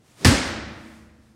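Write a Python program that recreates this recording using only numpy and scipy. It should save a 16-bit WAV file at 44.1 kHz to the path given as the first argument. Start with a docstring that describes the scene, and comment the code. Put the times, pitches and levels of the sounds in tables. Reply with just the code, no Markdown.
"""A heavy padded ball is slammed on the rubber floor of a gym, heard by one microphone.
Its cover slaps (filtered spikes), its filling lands in a few deep thumps (short cosine swells),
a hollow boom slides in pitch and the shell rings briefly (decaying sines).
Nearby surfaces and the hall answer with decaying noise; steel equipment hums on in wavering sines.
Filtered noise makes the air rush, the hands, the clothes of throw and next lift, and the quiet room."""
import sys
import numpy as np
from scipy import signal
from scipy.fft import rfft, irfft
from scipy.io import wavfile

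SR = 44100
rng = np.random.default_rng(int(sys.argv[2]) if len(sys.argv) > 2 else 0)


def unload_wav(signal):
    """Save mono or channel-first audio to the path in sys.argv[1] as 16-bit WAV at rate SR, clipped to [-1, 1]."""
    wavfile.write(
        sys.argv[1],
        SR,
        np.round(np.clip(np.atleast_2d(signal).T, -1, 1) * 32767).astype(np.int16),
    )


N = 59535  # length [samples]
HIT_S = .2475

# Cracks of the cover and their first reflections:
# (time [s], relative level [dB], lowpass corner [Hz], crackle decay [s])
CRACKS = [(.2475, -9, 6000, .0004), (.2479, -2, 7000, .0003), (.2490, -3.5, 6000, .0002),
          (.2513, -3, 700, .0014), (.2529, -4, 1800, .0012), (.2554, -3, 7000, .0003),
          (.2576, -5, 2500, .001)]
# Tone of the slap: (frequency [Hz], gain [dB])
CRACK_COLOUR = [(100, -16.5), (400, 4), (1000, -14), (1900, 1.5), (3200, -6), (5200, 1), (7000, -5),
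                (10500, -8.5), (15000, -30)]
CRACK_DB = 13.5
# Thumps as the ball flattens, its filling lands and it springs back:
# (peak time [s], pitch [Hz], half length [s], level [dB])
THUMPS = [(.2513, 236.5, 0.0027, -8), (0.2516, 758, 0.0016, -11.5), (0.2651, 100, 0.0069, -6),
          (0.2691, 240, 0.0029, -5), (0.2887, 105, .009, -5), (.3110, 110, 0.013, -18),
          (0.336, 60, 0.023, -20), (0.382, 280, 0.0083, -22.5), (0.479, 79, 0.027, -27.5)]
# Boom of the ball as it regains its shape: (time [s], pitch [Hz], level [dB])
BOOM = [(.255, 250, -37), (.280, 263.7, -20.5), (0.301, 223.5, -17), (.316, 240.7, -14.5),
        (.330, 297.5, -16.5), (0.349, 282, -22.5), (.380, 263, -49), (.430, 270, -68)]
# Ringing of the ball's shell: (frequency [Hz], level [dB], t60 [s])
SHELL = [(125, -23.5, .3), (192, -30, 1), (238.4, -20.5, .45), (292.4, -18.5, 0.4), (366, -19, 0.38),
         (541, -28, 0.61), (560, -28, 1)]
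SHELL_RISE_S = .03

# Air ahead of the falling ball: (frequency [Hz], relative level [dB per Hz])
RUSH = [(40, -17), (120, -6.5), (220, 5), (330, -0.5), (470, 2.5), (800, -13.5), (1200, -15), (2200, -19.5),
        (5000, -18.5), (9000, -29), (15000, -47)]
RUSH_DB, RUSH_LEAD_S, RUSH_RISE_S, RUSH_FALL_S = -35.5, 0.0087, 0.031, 0.024
# Hands brushing the cover: (frequency [Hz], relative level [dB per Hz])
CATCH = [(500, -20), (4000, -5), (9000, 5), (13000, -1), (16000, -11)]
CATCH_S, CATCH_DB, CATCH_RISE_S, CATCH_FALL_S = 0.452, -54, 0.011, 0.083
# Swishes of clothing: (peak time [s], rise [s], fall [s], level [dB])
SWISHES = [(.11, 0.076, 0.15, -59.5), (.215, .035, .025, -50.5), (.91, 0.24, 0.16, -58.5),
           (1.27, 0.079, 0.08, -68)]
# Tone of the cloth: (frequency [Hz], relative level [dB per Hz])
CLOTH = [(100, -27), (500, 5.5), (1500, 1.5), (4500, -2), (9000, -3.5), (12000, -11.5), (16000, -18.5)]

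# Scatter from nearby walls and equipment: (frequency [Hz], relative level [dB per Hz], t60 [s])
NEAR = [(40, -16, .4), (100, 10.5, 0.1), (200, -5, 0.2), (500, -3, 1), (930, -1.5, 0.45), (1728, 3, 0.33),
        (3100, -3.5, 0.26), (4940, -3.5, 0.52), (6150, -9.5, 0.56), (9000, -10, 0.59), (12200, -18, 0.23),
        (15500, -29.5, 0.41)]
NEAR_DB, NEAR_RISE_S = -13.5, 0.0042
# Reverberation of the hall: (frequency [Hz], relative level [dB per Hz], t60 [s])
HALL = [(25, -13.5, 1.4), (65, 3.5, 1.8), (148, 0.5, 1.64), (280, 9, 1.236), (442, -0.5, 1.24),
        (1000, -1.5, 1.32), (1893, 1.5, 1.234), (2960, -2.5, 1.055), (4970, -4, 0.96), (8000, -8, 0.61),
        (11000, -24, .52), (15330, -41, .4)]
HALL_DB, HALL_RISE_S = -16.5, 0.057
# Long ringing of the hall and the steel frames: (frequency [Hz], level [dB], t60 [s])
HUMS = [(70.3, -38, 2.8), (83, -38.5, 2), (102.7, -39, 2.2), (221, -31.5, 2.32), (250, -34.5, 1.5),
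        (326.4, -38.5, 2.55), (391, -42.5, 1.5), (488, -47, 2.3), (587, -41.5, 1.6), (613, -41, 1.8)]
HUM_RISE_S, HUM_BEAT_HZ, HUM_PAIR_SHARE = 0.15, 2.2, 0.33
# The quiet room: (frequency [Hz], relative level [dB per Hz])
AMBIENCE = [(25, -7.5), (60, 2.5), (120, 8.5), (300, 1.5), (600, -8), (2000, -20), (5000, -19.5),
            (9000, -26), (15000, -36.5)]
AMBIENCE_DB = -59

# Microphone: bass cut, clipping level (full scale = 1) and upper band edge
LOW_CUT_HZ, CEILING, EDGE_HZ = 36, .98, 15900


def slap(crackle=0.13):
    """Each crack is a sharp pressure spike with a short crackle of the cover."""
    out = np.zeros(N)
    for start_s, db, corner_hz, decay_s in CRACKS:
        age = np.arange(N) - round(start_s * SR)
        spike = age == 0
        fade = (age > 0) * np.exp(-abs(age) / SR / decay_s)
        burst = spike + crackle * fade * rng.standard_normal(N)
        pole = np.exp(-2 * np.pi * corner_hz / SR)
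        burst = signal.lfilter([1], [1, -pole], burst)
        out += amp(db) * burst / np.linalg.norm(burst)  # equal energy before the level
    return amp(CRACK_DB) * coloured(out, CRACK_COLOUR)


def thumps():
    """Each thump is a short swell of a few deep cycles, its central peak pointing down."""
    out = np.zeros(N)
    for peak_s, hz, half_s, db in THUMPS:
        t = clock(peak_s)
        out -= amp(db) * swell(peak_s, half_s, half_s) * np.cos(2 * np.pi * hz * t)
    return out


def boom():
    """A hollow tone that sags while the ball is flat and rises as it springs back."""
    times, pitches, levels = np.transpose(BOOM)
    t = clock(0)
    sounding = (t > times[0]) * (t < times[-1])
    pitch = np.interp(t, times, pitches) * (t > times[0])
    phase = 2 * np.pi * np.cumsum(pitch) / SR
    return amp(np.interp(t, times, levels)) * sounding * np.sin(phase)


def shell():
    """The shell of the ball rings in a few modes, each decaying at its own rate."""
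    return ring(SHELL, SHELL_RISE_S)


def air_rush():
    """Air rushes ahead of the ball as it nears the floor: a swell of noise peaking before the hit."""
    return amp(RUSH_DB) * swell(HIT_S - RUSH_LEAD_S, RUSH_RISE_S, RUSH_FALL_S) * noise(RUSH)


def catch():
    """Hands brush the cover as they catch the rebound: a soft puff of bright noise."""
    return amp(CATCH_DB) * swell(CATCH_S, CATCH_RISE_S, CATCH_FALL_S) * noise(CATCH)


def clothes():
    """Clothes swish as the arms move: rubbing cloth as noise in slow swells."""
    movement = sum(amp(db) * swell(peak_s, rise_s, fall_s) for peak_s, rise_s, fall_s, db in SWISHES)
    return movement * noise(CLOTH)


def near_scatter():
    """Nearby walls and equipment scatter the hit in echoes that build up within milliseconds."""
    return tail(NEAR, NEAR_DB, NEAR_RISE_S)


def hall():
    """The hall booms: its dense echoes build up more slowly than the near scatter."""
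    return tail(HALL, HALL_DB, HALL_RISE_S)


def hums():
    """Hall and steel frames hum on in long modes; close pairs of tones beat."""
    return ring(HUMS, HUM_RISE_S, HUM_BEAT_HZ, HUM_PAIR_SHARE)


def ambience():
    """The quiet room is steady, mostly low noise."""
    return amp(AMBIENCE_DB) * noise(AMBIENCE)


def ring(modes, rise_s, beat_hz=0, pair_share=0):
    """Modes that build up after the hit and die away; a close partner can make each one waver."""
    t = np.maximum(clock(HIT_S), 0)
    out = np.zeros(N)
    draws = rng.random((len(modes), 2))
    for (hz, db, t60), (spread, turn) in zip(modes, draws):
        partner_hz = hz + beat_hz * (.5 + spread)
        partner = np.sin(2 * np.pi * (partner_hz * t + turn))
        tone = np.sin(2 * np.pi * hz * t) + pair_share * partner
        out += amp(db - 60 * t / t60) * tone
    return (1 - np.exp(-t / rise_s)) * out


def tail(bands, level_db, rise_s, count=30):
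    """Dense echoes of the hit as noise; each band dies at its own speed."""
    t, hz = np.maximum(clock(HIT_S), 0), np.fft.rfftfreq(N, 1 / SR)
    spectrum = rfft(rng.standard_normal(N))
    shape = evened(amp(read(bands, hz)))
    centres = np.geomspace(30, 16000, count)
    out = np.zeros(N)
    for centre, pick in zip(centres, np.eye(count)):
        gain = shape * np.interp(hz, centres, pick)  # triangular, overlapping bands
        t60 = read(bands, centre, axis=2)
        envelope = (1 - np.exp(-t / rise_s)) * amp(-60 * t / t60)
        band = irfft(spectrum * gain, N) * envelope
        # hold each band at its expected level whatever the draw
        out += evened(band) * np.sqrt(np.mean(gain ** 2) * np.mean(envelope ** 2))
    return amp(level_db) * out


def swell(peak_s, rise_s, fall_s):
    """A smooth bell-shaped rise and fall, reaching 1 at its peak."""
    t = clock(peak_s)
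    return np.exp(-(t / np.where(t < 0, rise_s, fall_s)) ** 2)


def noise(colour):
    """Steady noise of rms 1 with the given spectrum."""
    gain = amp(read(colour, np.fft.rfftfreq(N, 1 / SR)))
    return evened(irfft(rfft(rng.standard_normal(N)) * gain, N))


def coloured(x, colour, size=2048):
    """Causal minimum-phase filter: nothing sounds ahead of a click."""
    log_gain = np.log(amp(read(colour, abs(np.fft.fftfreq(size, 1 / SR)))))
    response = np.exp(np.conj(signal.hilbert(log_gain)))
    return signal.fftconvolve(x, np.fft.ifft(response).real)[:N]


def read(points, hz, axis=1):
    """Reads one column of a table along log frequency."""
    table = np.transpose(points)
    return np.interp(np.log(hz + 1), np.log(table[0]), table[axis])


def clock(start_s):
    """Seconds since start_s, negative before it."""
    return np.arange(N) / SR - start_s


def evened(x):
    """Scales to rms 1."""
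    return x / np.sqrt(np.mean(x ** 2) + 1e-20)


def amp(db):
    """Decibels to gain."""
    return 10 ** (np.asarray(db) / 20)


def scene():
    """The ball, the gym's answer, the thrower and the quiet room, on one channel."""
    ball = slap() + thumps() + boom() + shell()
    gym = near_scatter() + hall() + hums()
    throw = air_rush() + clothes() + catch()
    return (ball + gym + throw + ambience())[None]


def record(dry):
    """The microphone drops the deepest bass, the highest peaks clip; then the treble is band-limited."""
    hz = np.fft.rfftfreq(N, 1 / SR)
    steepness = 8
    bass_cut = (1 - 1 / (1 + (hz / LOW_CUT_HZ) ** steepness)) ** .5
    heard = irfft(rfft(dry) * bass_cut, N)
    clipped = np.clip(heard, -CEILING, CEILING)
    lowpass = signal.firwin(511, EDGE_HZ, window=("kaiser", 9), fs=SR)
    return signal.oaconvolve(clipped, lowpass[None], "same")


dry = scene()
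out = record(dry)
unload_wav(out)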